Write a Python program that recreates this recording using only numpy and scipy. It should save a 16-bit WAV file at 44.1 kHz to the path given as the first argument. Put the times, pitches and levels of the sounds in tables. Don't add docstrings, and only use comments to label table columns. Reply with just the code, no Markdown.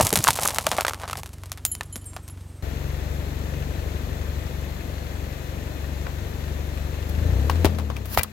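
import sys
import numpy as np
from scipy import signal
from scipy.fft import rfft, irfft, next_fast_len
from scipy.io import wavfile

SR = 44100
rng = np.random.default_rng(int(sys.argv[2]) if len(sys.argv) > 2 else 0)


def wav_record(signal):
    frames = np.transpose(np.atleast_2d(signal))
    bounded = np.clip(frames, -1, 1)
    quanta = np.round(bounded * 32767).astype(np.int16)
    wavfile.write(sys.argv[1], SR, quanta)


N = 366900
TIME = np.arange(N) / SR
MOVE_S = 2.625


def from_db(db):
    return 10 ** (np.asarray(db) / 20)


def rms_one(x):
    return x / np.sqrt(np.mean(x ** 2) + 1e-20)


def in_time(rows):
    s, *columns = np.transpose(rows)
    return [np.interp(TIME, s, column) for column in columns]


def add(out, s, sound):
    at = max(round(s * SR), 0)
    out[..., at:at + sound.shape[-1]] += sound[..., :N - at]


def band(x, low_hz, high_hz):
    edges_hz = [low_hz, min(high_hz, SR / 2 - 2000)]
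    return signal.sosfilt(signal.butter(2, edges_hz, "band", fs=SR, output="sos"), x)


def resonate(x, hz, width_hz):
    return signal.lfilter(*signal.iirpeak(hz, hz / width_hz, fs=SR), x)


def colour(x, spectrum):
    size = next_fast_len(N + SR // 2, True) // 2 * 2
    hz, db = np.transpose(spectrum)
    log_hz = np.log(np.maximum(np.arange(size // 2 + 1) * SR / size, 1))
    beyond = np.abs(log_hz - np.clip(log_hz, np.log(hz[0]), np.log(hz[-1])))
    log_gain = np.log(from_db(np.interp(log_hz, np.log(hz), db))) - 2 * beyond
    cepstrum = irfft(log_gain)
    cepstrum[size // 2:] = 0
    response = np.exp(2 * rfft(cepstrum))
    return rms_one(irfft(rfft(x, size) * response)[..., :N])


def drift(per_s):
    knots = rng.standard_normal(4000)
    return rms_one(np.interp(TIME * per_s, np.arange(len(knots)), knots))


def grains(per_s, spread_db):
    sizes = from_db(spread_db * np.minimum(rng.exponential(1, N), 4)) * rng.choice([-1, 1], N)
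    return sizes * (rng.random(N) < per_s / SR)


def place(x, left_db, lag_s=0):
    left, right = np.broadcast_to(x, (2, x.shape[-1]))
    steps, ratio = np.arange(len(left)), from_db(left_db)
    delayed = np.interp(steps - lag_s * SR, steps, right, left=0)
    return np.array([ratio * left, delayed]) * 2 / (1 + ratio)


def port_noise(diffuse, echo_db=-23.0):
    share = np.clip(diffuse, 0, 1)
    common = np.sqrt(1 - share) * rng.standard_normal(N)
    noise = common + np.sqrt(share) * rng.standard_normal((2, N))
    echoes = sum(np.roll(noise, round(s * SR), axis=1) for s in (.0033, .0059, .0087))
    return noise + from_db(echo_db) * echoes


# f/Hz, relative density/dB
STREET_SPECTRUM = [(150, 9), (330, 2), (500, -6.5), (900, -8), (2000, -13), (5000, -18.5), (8500, -17.5),
                   (12000, -22), (16000, -29)]


def street(level_db=-51.0):
    return from_db(level_db) * colour(rng.standard_normal(N), STREET_SPECTRUM)


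# t/s, firing rate/(1/s)
IDLE_RATE = [(0, 23.3), (2.2, 23.25), (2.65, 22.75), (3.0, 23.48), (4.2, 23.8), (4.9, 23.2), (5.6, 23.15),
             (6.6, 23.85), (7.1, 23.6)]
REV_TOP_S, REV_GAIN_PER_S, REV_RISE_S, REV_FALL_S = 7.64, 18.7, .305, .38


def firing_rate():
    since_top = TIME - REV_TOP_S
    climb = np.exp(-(since_top / REV_RISE_S) ** 2)
    coast = 1 / (1 + (since_top / REV_FALL_S) ** 2)
    return in_time(IDLE_RATE)[0] + REV_GAIN_PER_S * np.where(since_top < 0, climb, coast)


CYLINDER_LEVELS = [0, -7, -1.5, -4]
# f/Hz, relative density/dB
VALVE_SPECTRUM = [(1200, 1.5), (1850, 5), (2200, -7), (2600, 3.5), (4200, -5.5), (5200, -8)]


def valves(turns, t60=.06, vary_db=2.5):
    firing = turns.astype(int)
    level_db = np.take(CYLINDER_LEVELS, firing, mode="wrap") + vary_db * rng.standard_normal(1000)[firing]
    age_s = turns % 1 / np.gradient(turns) / SR
    ticks = rng.standard_normal(N) * from_db(level_db - 60 * age_s / t60)
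    return rms_one(colour(ticks, VALVE_SPECTRUM))


# f/Hz, level/dB relative to the coloured whirr
BELT_LINES = [(1809, -20), (3957, -20), (4081, -31), (4221, -19.5), (6363, -21.5)]


def whine(width_hz=16.0):
    out = 0
    for hz, db in BELT_LINES:
        out = out + from_db(db) * rms_one(resonate(rng.standard_normal(N), hz, width_hz))
    return out


# f/Hz, relative density/dB
WHIRR_SPECTRUM = [(290, -14.5), (500, -5.5), (761, -7.5), (906, -11.5), (1280, -11), (1820, -12.5),
                  (2570, -17), (3020, -17), (4090, -19), (4730, -22.5), (7420, -20), (8830, -30.5),
                  (12500, -19), (15100, -24), (16000, -27)]
# f/Hz, bandwidth/Hz, relative level/dB
BAY_RESONANCES = [(1780, 590, 1.5), (2490, 69, 2), (3390, 250, -4.5)]


def engine_bay(turns, bay_db=-10.5, rattle_db=-13.5, valve_db=-9.5):
    air = port_noise(diffuse=0.83)
    bay = rms_one(sum(from_db(db) * resonate(air, hz, width) for hz, width, db in BAY_RESONANCES))
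    rattle = rms_one(band(grains(per_s=110, spread_db=1.2), low_hz=1650, high_hz=2620))
    whirr = colour(air, WHIRR_SPECTRUM) + from_db(bay_db) * bay + from_db(rattle_db) * rattle
    return whirr + from_db(valve_db) * valves(turns) + whine()


# share of the firing cycle, relative level/dB, f/Hz, t60/s
GAS_KNOCKS = [(0.048, -1.5, 274, 0.028), (0.052, -10, 610, 0.024), (.27, -30, 900, .012),
              (.63, 0.5, 430, 0.013)]
KNOCK_VARY_DB, KNOCK_JITTER_S = 2.0, .00007


def knocks(turns):
    out, t = np.zeros(N), TIME[:SR // 16]
    firings = np.arange(int(turns[-1]))
    for share, db, hz, t60 in GAS_KNOCKS:
        ring = from_db(db - 60 * t / t60) * np.sin(2 * np.pi * hz * t) * (1 - np.exp(-t * hz * 2))
        times_s = np.interp(firings + share, turns, TIME)
        for s, (strength, late) in zip(times_s, rng.standard_normal((len(firings), 2))):
            add(out, s + KNOCK_JITTER_S * late, from_db(KNOCK_VARY_DB * strength) * ring)
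    return rms_one(out)


HALF_ORDERS = (2.5, 3.5, 5.5)


def exhaust(turns, pipe, rough_db, smear, uneven=0.0, count=8):
    hz, db = np.transpose(pipe)
    log_rate, boom, power = np.log(firing_rate()), 0, 0
    for order in list(range(1, count + 1)) + list(HALF_ORDERS):
        gain = np.interp(log_rate + np.log(order), np.log(hz), from_db(db), right=0)
        gain = gain * (uneven if order % 1 else 1)
        waver = from_db(rough_db * np.sqrt(order) / 2 * drift(12))
        phase = 2 * np.pi * order * turns + smear * (order - 3) ** 2
        boom = boom + gain * waver * np.cos(phase)
        power = power + gain ** 2 / 2
    return boom / np.sqrt(power)


# f/Hz, relative level/dB
PIPE_AT_BULBS = [(23, -22), (47, 4), (70, 9), (93, 10.5), (117, -5.5), (140, 0.5), (163, -20), (210, -22)]
# f/Hz, relative level/dB
PIPE_AT_BOTTLES = [(23, -30), (42, -13), (47, 0.5), (58, 0), (70, 7), (85, 6), (95, 1.5), (106, -1),
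                   (118, -12), (128, -11), (141, -2.5), (153, -13), (170, -11.5), (210, -20.5), (300, -34)]
# f/Hz, relative density/dB
CHUFF_SPECTRUM = [(30, -14), (100, 3.5), (200, 0.5), (330, -3), (500, -3.5), (700, -11), (1000, -15.5),
                  (2500, -36)]
# t/s, relative level of the half orders/dB
LOPING = [(2.7, -20), (3.5, -17), (3.8, -11.5), (4.4, -10.5), (4.7, -18), (7.0, -20), (7.4, -26),
          (8.3, -24)]
# t/s, level above idle/dB
ENGINE_EFFORT = [(2.66, 0.8), (4.14, 1.8), (4.85, -1.6), (7.07, 0), (7.28, 9.5), (7.65, 8.3), (7.82, 3.2),
                 (8.18, -4.5), (8.32, -16)]
# t/s, relative level/dB
HUM_LEVEL = [(7.55, -74), (7.7, -34.5), (7.88, -37), (8.0, -59), (8.17, -39), (8.32, -44.5)]
HUM_HZ = 212.4
KNOCK_FOLLOWS, CHUFF_FOLLOWS, WHIRR_FOLLOWS = 0.75, 0.49, 0.18
CHUFF_COAST_DB, WHIRR_COAST_DB, THROTTLE_CLOSE_S = -3, -5, 0.18
FIRST_FIRING_S, FIRING_WOBBLE = .014, .007
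PORT_LAG_S, ENGINE_LEFT_DB = .00045, 6.0


def engine(throb_db=1.0, flutter_db=-0.2):
    rate = firing_rate()
    turns = np.cumsum(rate) / SR - FIRST_FIRING_S * rate[0] + FIRING_WOBBLE * drift(20)
    stroke = np.cos(2 * np.pi * turns)
    effort, = in_time(ENGINE_EFFORT)
    coasting = np.clip((TIME - REV_TOP_S) / THROTTLE_CLOSE_S, 0, 1)
    knock = knocks(turns)
    gas = port_noise(diffuse=0.36)
    chuff = rms_one(colour(gas, CHUFF_SPECTRUM) * from_db(throb_db * stroke))

    far = from_db(-40.0) * exhaust(turns, PIPE_AT_BULBS, rough_db=1.6, smear=0.17)
    far = far + from_db(-66) * chuff[0] + from_db(-58.0) * knock + street()

    lope = from_db(in_time(LOPING)[0])
    boom = exhaust(turns, PIPE_AT_BOTTLES, rough_db=1.8, smear=0.25, uneven=lope)
    near = from_db(-30.0 + effort) * boom
    near = near + from_db(-45.5 + KNOCK_FOLLOWS * effort + CHUFF_COAST_DB * coasting) * knock
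    near = near + from_db(-38.5 + CHUFF_FOLLOWS * effort + CHUFF_COAST_DB * coasting) * chuff
    near = near + from_db(in_time(HUM_LEVEL)[0]) * np.sin(2 * np.pi * HUM_HZ * TIME)

    whirr_level = -44.0 + WHIRR_FOLLOWS * effort + WHIRR_COAST_DB * coasting
    whirr = engine_bay(turns) * from_db(whirr_level + flutter_db * stroke)
    near = place(near, ENGINE_LEFT_DB, PORT_LAG_S / 2) + place(whirr, 7.5, PORT_LAG_S)
    return np.where(TIME < MOVE_S, far, near)


# f/Hz, relative density/dB
SPRAY_SPECTRUM = [(1000, -3), (2500, -10), (5000, -8), (8500, -15), (11000, -6.5), (14000, -2),
                  (16000, -6.5)]
# t/s at the height, relative level/dB, swell over 60 dB/s
CAP_SQUIRTS = [(7.095, -36, 0.026), (8.06, -37, .015), (8.15, -27.5, 0.2), (8.187, -17.5, 0.05)]
SQUIRT_T60_S = 0.036


def leak(left_db=2.0):
    spits = np.array([grains(per_s=3600, spread_db=-1.5) for port in range(2)])
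    spray = colour(spits, SPRAY_SPECTRUM)
    flow = 0
    for s, db, swell_s in CAP_SQUIRTS:
        distance = np.maximum((s - TIME) / swell_s, (TIME - s) / SQUIRT_T60_S)
        flow = flow + from_db(db - 60 * np.minimum(distance, 2))
    return place(spray * flow, left_db)


# f/Hz, relative level/dB, t60/s
SHARD_MODES = [
    [(3070, -12.5, 0.29), (4070, -14, 0.13), (7130, 0, 0.11), (8700, -7, 0.11), (11175, 5, 0.081),
     (14640, -24, .12)],
    [(7530, -3.5, 0.31), (9550, 3, 0.13), (13400, -18, .1)],
    [(7100, -2.5, 0.2), (9600, -9, 0.27), (13635, 8, 0.15), (15620, -2, .16)],
    [(8450, 3, 0.19), (11650, -5, 0.16), (15300, -14, .15)],
    [(3811, -14, .05), (4872, -18, .08), (6110, -16, 0.081), (9744, 11, .06), (12780, 0, .08)],
]
# t/s, relative level/dB, shard (a-e, the lists above), hardness/(dB per octave)
SHARD_LANDINGS = [(0.409, -36, "e", 1), (1.653, -30, "c", -4), (1.669, -46, "a", -5), (1.715, -29, "a", 8),
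                  (1.778, -66.5, "b", 35), (1.855, -57, "a", 6), (1.925, -37, "a", 0), (1.959, -40, "a", 4),
                  (1.96, -54, "d", 16), (2.012, -50, "a", 1), (2.052, -56, "a", 5), (2.055, -45, "d", 3),
                  (2.061, -40, "b", 5), (2.095, -56, "a", 11), (2.137, -46, "b", 4), (2.228, -53, "d", 0),
                  (2.302, -52.5, "a", 13), (2.4, -61, "d", 4), (2.475, -55, "d", -4), (2.56, -59, "d", 0)]
PAIR_SPLIT, PAIR_SHARE = .004, .4


def tinkles(vary_db=1.0, rise_s=0.0017):
    out, t = np.zeros(N), TIME[:SR // 2]
    for s, db, shard, hardness_db in SHARD_LANDINGS:
        for hz, mode_db, t60 in SHARD_MODES["abcde".index(shard)]:
            octaves = np.log2(hz / 7000)
            level_db = db + mode_db + hardness_db * octaves + vary_db * rng.standard_normal()
            envelope = from_db(level_db - 60 * t / t60) * (1 - np.exp(-t / rise_s))
            twin_hz = hz * (1 + PAIR_SPLIT * rng.uniform(-1.3, 1))
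            pair = np.sin(2 * np.pi * hz * t) + PAIR_SHARE * np.cos(2 * np.pi * twin_hz * t)
            add(out, s, envelope * pair)
    return out


# t/s, relative grinding level/dB, relative splinter level/dB
CRUNCH_LEVELS = [(0.0, -16, -13.5), (0.04, -27.5, -33), (0.11, -38, -38.5), (0.3, -38, -31),
                 (0.44, -34, -33), (0.54, -36.5, -38), (0.8, -34.5, -36.5), (0.88, -51, -50),
                 (0.97, -43, -53), (1.1, -57, -55), (1.2, -43, -39), (1.222, -72, -59), (1.45, -80, -75)]
# f/Hz, relative density/dB
GRIND_SPECTRUM = [(120, 1.5), (220, -0.5), (350, -8), (650, 1), (1100, -1.5), (1500, -14), (2000, -13),
                  (3000, -14), (6000, -54)]
# f/Hz, relative density/dB
SPLINTER_SPECTRUM = [(1180, -36), (2000, -7), (3170, -4), (5490, -2), (10100, -0.5), (11400, -10),
                     (13200, -4), (15200, -12), (16000, -29)]
SLIPS_PER_S, SPLINTERS_PER_S, GRAIN_SPREAD_DB = 600, 800, 3.6


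def crunch(grind_db=-1.0, splinter_db=-2.5, tick_db=-10.0, clump_db=4.0):
    grind_level, splinter_level = in_time(CRUNCH_LEVELS)
    fade = from_db(-25 * np.maximum(TIME - CRUNCH_LEVELS[-1][0], 0))
    clumps = rms_one(from_db(clump_db * np.minimum(drift(220), 1.5)))
    slips = colour(grains(SLIPS_PER_S, GRAIN_SPREAD_DB), GRIND_SPECTRUM)
    grind = from_db(grind_level + grind_db) * slips
    breaks = colour(grains(SPLINTERS_PER_S, GRAIN_SPREAD_DB), SPLINTER_SPECTRUM)
    splinters = from_db(splinter_level + splinter_db) * breaks
    sizes_hz = np.geomspace(2200, 12000, 7)
    ticks = rms_one(sum(band(grains(per_s=45, spread_db=2.5), hz / 1.3, hz * 1.3) for hz in sizes_hz))
    return fade * (clumps * (grind + splinters) + from_db(splinter_level + tick_db) * ticks)


# t/s, relative level/dB, f/Hz
POPS_AND_THUMPS = [(0.0, -7.5, 605), (0.004, -22, 45), (0.031, -14.5, 98), (0.126, -9, 446), (0.126, -15, 193),
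                   (0.167, -19.5, 175), (0.185, -16.5, 108), (0.29, -22, 125), (0.2, -23, 302), (0.328, -33, 257),
                   (0.271, -7, 1080), (0.285, -3, 910), (0.3877, -33, 1130), (0.668, -10.5, 643),
                   (0.7848, -8, 773), (0.8497, -16, 1650), (0.8808, -14, 1930), (1.1309, -18, 1320),
                   (1.809, -15, 1760), (1.957, -29, 234), (6.066, -23, 1390), (7.4978, -7, 1020),
                   (7.499, -10, 2770), (7.6466, -9.5, 587), (7.646, -5, 276), (7.655, -7, 55), (7.662, -3.5, 364),
                   (7.967, -17.5, 2550), (8.1745, -5.5, 676), (8.175, -5, 2200), (8.181, -7, 62)]
POP_T60_S, POP_SIZE_POWER, JELLY_RING_SHARE = 0.022, 0.67, 0.42


def pops(rough=0.48, bottle_left_db=6.0):
    out, t = np.zeros((2, N)), TIME[:SR // 4]
    for s, db, hz in POPS_AND_THUMPS:
        size = 1000 / hz
        t60 = POP_T60_S * size ** POP_SIZE_POWER * (JELLY_RING_SHARE if s > MOVE_S else 1)
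        rush = rms_one(band(rng.standard_normal(len(t)), hz / 2, hz * 2))
        envelope = from_db(db - 60 * t / t60) * (1 - np.exp(-t * hz * 2))
        pop = envelope * (np.sin(2 * np.pi * hz * t) + rough * rush)
        add(out, s, place(pop, bottle_left_db * (s > MOVE_S)))
    return out


def shares(brightness_db, crack_db):
    tilt_db = np.array([-brightness_db, crack_db, brightness_db])
    return tilt_db - 10 * np.log10(np.sum(from_db(tilt_db) ** 2))


CRUMBS_PER_S, SCATTER_SHARE = 450, .15


def fracture(levels_db, tail_db, bands, click):
    t, out = TIME[:SR // 8], 0
    falls = rng.random(len(t)) < CRUMBS_PER_S / SR
    for k, (level_db, (low_hz, high_hz, t60, tail_t60)) in enumerate(zip(levels_db, bands)):
        snap, sizes, scatter = rng.standard_normal((3, len(t)))
        snap = snap * from_db(-60 * t / t60)
        impulse = (-1) ** k * click * (t == 0)
        snap = band(snap / np.linalg.norm(snap) - impulse, low_hz, high_hz)
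        attack_rms = np.sqrt(np.mean(snap[:SR // 200] ** 2))
        crumbs = np.sqrt(1 - SCATTER_SHARE) * rms_one(falls * np.tanh(sizes))
        crumbs = crumbs + np.sqrt(SCATTER_SHARE) * scatter
        tail = rms_one(band(crumbs, low_hz, high_hz))
        tail = tail * from_db(-60 * t / tail_t60) * (1 - np.exp(-t / 0.005))
        out = out + from_db(level_db) * (snap / attack_rms + from_db(tail_db + 8.0) * tail)
    return out


# t/s, relative level/dB, brightness/dB, relative tail level/dB,
# left-right difference/dB, relative wall ring level/dB, centre of the ring f/Hz
BOTTLE_BREAKS = [(6.0684, -27, -14, -15.5, 6, -36, 2300), (7.4968, -26, -2, -6.5, 6, -17, 1250),
                 (7.6466, -16, -3.5, -10, 3, -15, 370), (7.6547, -21, -1.5, -16, 28, -21.5, 450),
                 (7.7862, -28.5, -4, -8, 6, -42, 2400), (7.901, -24, -11.5, -15.5, 6, -33, 1000),
                 (7.9656, -37, -2, -4.5, 7, -31, 2700), (8.0564, -38, 3, -25, 7, -37, 900),
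                 (8.1745, -17.5, -4, -16, -13, -19, 1400), (8.185, -23.5, -5, -15, 23, -21, 2400),
                 (8.194, -24, -0.5, -14, 25, -21, 2200), (8.211, -39, -1, -8, 20, -27, 2000),
                 (8.2331, -17, 9, -25, -4, -42, 3000), (8.245, -36.5, -16, -15, 9, -31, 1300)]
# f/Hz, relative level/dB, t60/s
WALL_MODES = [(310, -3, .09), (361, 0, .12), (425, -1, .17), (619, -4, .08), (750, -2, .06), (1090, 0, .05),
              (1250, 1, .04), (1590, -2, .04), (1990, 0, .04), (2380, 0, .04), (2750, -2, .04),
              (3570, -5, .035)]
RING_WIDTH_OCTAVES = 0.59


def bottles(level_db=-6.5, scatter_db=3.0, ring_db=1.5):
    out, t = np.zeros((2, N)), TIME[:SR // 8]
    # low f/Hz, high f/Hz, t60/s, tail t60/s
    bands = [(435, 1120, 0.0092, 0.13), (1390, 4950, 0.037, 0.12), (8900, 26000, 0.021, 0.078)]
    hz, mode_db, t60 = np.transpose(WALL_MODES)[..., None]
    modes = from_db(mode_db - 60 * t / t60) * np.sin(2 * np.pi * hz * t)
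    for s, db, brightness_db, tail_db, left_db, wall_db, centre_hz in BOTTLE_BREAKS:
        levels_db = db + shares(brightness_db, crack_db=-2.0)
        direct = fracture(levels_db, tail_db, bands, click=1.2)
        scatter = np.array([fracture(levels_db, tail_db, bands, click=0) for port in range(2)])
        nearness = np.exp(-(np.log2(hz / centre_hz) / RING_WIDTH_OCTAVES) ** 2)
        strengths = nearness * rng.choice([-1, 1], hz.shape)
        wall = from_db(wall_db + ring_db) * np.sum(strengths * modes, axis=0)
        add(out, s, place(direct + wall + from_db(scatter_db) * scatter, left_db))
    return from_db(level_db) * out


# t/s, level/dB, brightness/dB, relative crumbling tail level/dB
GLASS_CRACKS = [(0.008, -32, 0, 5), (0.027, -24, 14, -4), (0.05, -23, 17, -7), (0.0687, -17.5, 8, -5),
                (0.076, -31, 3, -16), (0.0926, -27.5, 14, -23), (0.105, -26, 2, -27),
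                (0.1283, -17.5, 5, -14), (0.138, -22, 7, -16), (0.1452, -33, 18, -7), (0.157, -13, 4.5, -7),
                (0.174, -20, 4, -7), (0.189, -24.5, 8, -17), (0.206, -32, 1, -12), (0.236, -34, -1, -4),
                (0.2407, -15, 11, -7), (0.247, -23, -8, -32), (0.271, -21.5, -3, -20),
                (0.2789, -14.5, 3, -9), (0.2858, -13.5, -3, -14), (0.3058, -17.5, 2.5, -14),
                (0.335, -32, 12, -17), (0.3563, -29, 5, 0), (0.373, -31, 1.5, -1), (0.3889, -21.5, -12, -8),
                (0.423, -29, 18, -23), (0.4336, -22, 7, -4.5), (0.454, -22.5, 9, 1),
                (0.4579, -20, -14, -13), (0.476, -16.5, 15, -31), (0.486, -24, -1, -17),
                (0.5061, -28.5, 1, -6), (0.5462, -28, 10, -2), (0.5604, -29.5, -2, -5),
                (0.585, -17, -1, -12.5), (0.6106, -35, 2, -14), (0.6676, -16.5, -1, -15),
                (0.7155, -20, -2, -5.5), (0.732, -28, -9, -16), (0.747, -36, -5, -16),
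                (0.767, -30, -1, -14), (0.777, -32, 5, -18), (0.7838, -17, -12, -14),
                (0.8003, -26, -10, -14), (0.809, -20.5, 0, -18), (0.8194, -28, -7, -13),
                (0.8492, -19.5, -10, -16), (0.852, -34, 11, -18), (0.8671, -25, -1, -14),
                (0.8819, -20.5, -2, -14), (0.885, -39, 6, -18), (0.891, -32, 1, -14),
                (0.896, -28, 0.5, -10), (0.909, -29, -10, -20), (0.9346, -28, -3.5, -30),
                (0.945, -34.5, -1, -12), (0.999, -40.5, -3, -2), (1.017, -37.5, -2.5, -0.5),
                (1.035, -29, -10.5, -1.5), (1.078, -34, -3.5, -5), (1.088, -38, -1, -4),
                (1.098, -29, -6, -10), (1.111, -33.5, 1.5, -3), (1.131, -29.5, 0, -21),
                (1.155, -32.5, -7, -27), (1.172, -35.5, 4, -5), (1.2333, -33.5, -1, -20),
                (1.243, -51, 12, -12), (1.26, -38, 0.5, -8), (1.275, -48, 1, -16), (1.292, -48, 2, -14),
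                (1.332, -49, 3, 2), (1.384, -50, 0, -8), (1.418, -58, 10, -11), (1.4356, -38.5, -2, -11),
                (1.4586, -44, 4, -4), (1.497, -51, 3, -17), (1.5185, -28, 3.5, -9), (1.575, -40.5, -0.5, 0),
                (1.6514, -15.5, 10, -12.5), (1.7515, -32.5, 5, -12), (1.8096, -30, -3, -11),
                (1.833, -42, 6, -4), (1.899, -62, 6, -10), (2.044, -50, 17, -8), (1.9577, -33, 4, -4),
                (2.1336, -46, -4, -5), (2.1649, -32.5, -4, -4.5), (2.279, -46, 4, 8.5),
                (2.375, -51, -5, -4), (2.409, -56, 0, -1)]
# f/Hz, relative level/dB, t60/s
PIECE_MODES = [(3350, -16, .1), (4520, -3, .15), (5170, -7, .12), (6850, -3, 0.15), (7100, -5, .15),
               (8340, -8, 0.1), (9150, -4, 0.1), (9800, -1, .16), (10150, -1, .15), (10900, -7, .12),
               (11500, -5, .12), (13050, -4, .13)]
PIECE_RING_DB, PIECE_VARY_DB = -24.5, 7.0


def glass():
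    out, t = np.zeros(N), TIME[:SR // 5]
    # low f/Hz, high f/Hz, t60/s, tail t60/s
    bands = [(554, 1410, 0.019, 0.066), (1610, 4870, 0.019, 0.064), (5500, 12600, 0.015, 0.049)]
    hz, mode_db, t60 = np.transpose(PIECE_MODES)[..., None]
    modes = from_db(mode_db - 60 * t / t60) * np.sin(2 * np.pi * hz * t)
    for s, db, brightness_db, tail_db in GLASS_CRACKS:
        levels_db = db + shares(brightness_db, crack_db=-2.0)
        add(out, s, fracture(levels_db, tail_db, bands, click=1.3))
        vary_db = PIECE_VARY_DB * rng.uniform(-8.0, 1, len(modes))
        strengths = from_db(levels_db[-1] + PIECE_RING_DB + vary_db) * rng.choice([-1, 1], len(modes))
        pieces_large = s < CRUNCH_LEVELS[-1][0]
        add(out, s, strengths @ modes * pieces_large)
    return out


def scene():
    return engine() + leak() + tinkles() + crunch() + pops() + bottles() + glass()


def record(dry):
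    clipped = np.clip(dry, -.95, .95)
    return signal.sosfilt(signal.ellip(10, .1, 80, 16000, fs=SR, output="sos"), clipped)


dry = scene()
out = record(dry)
wav_record(out)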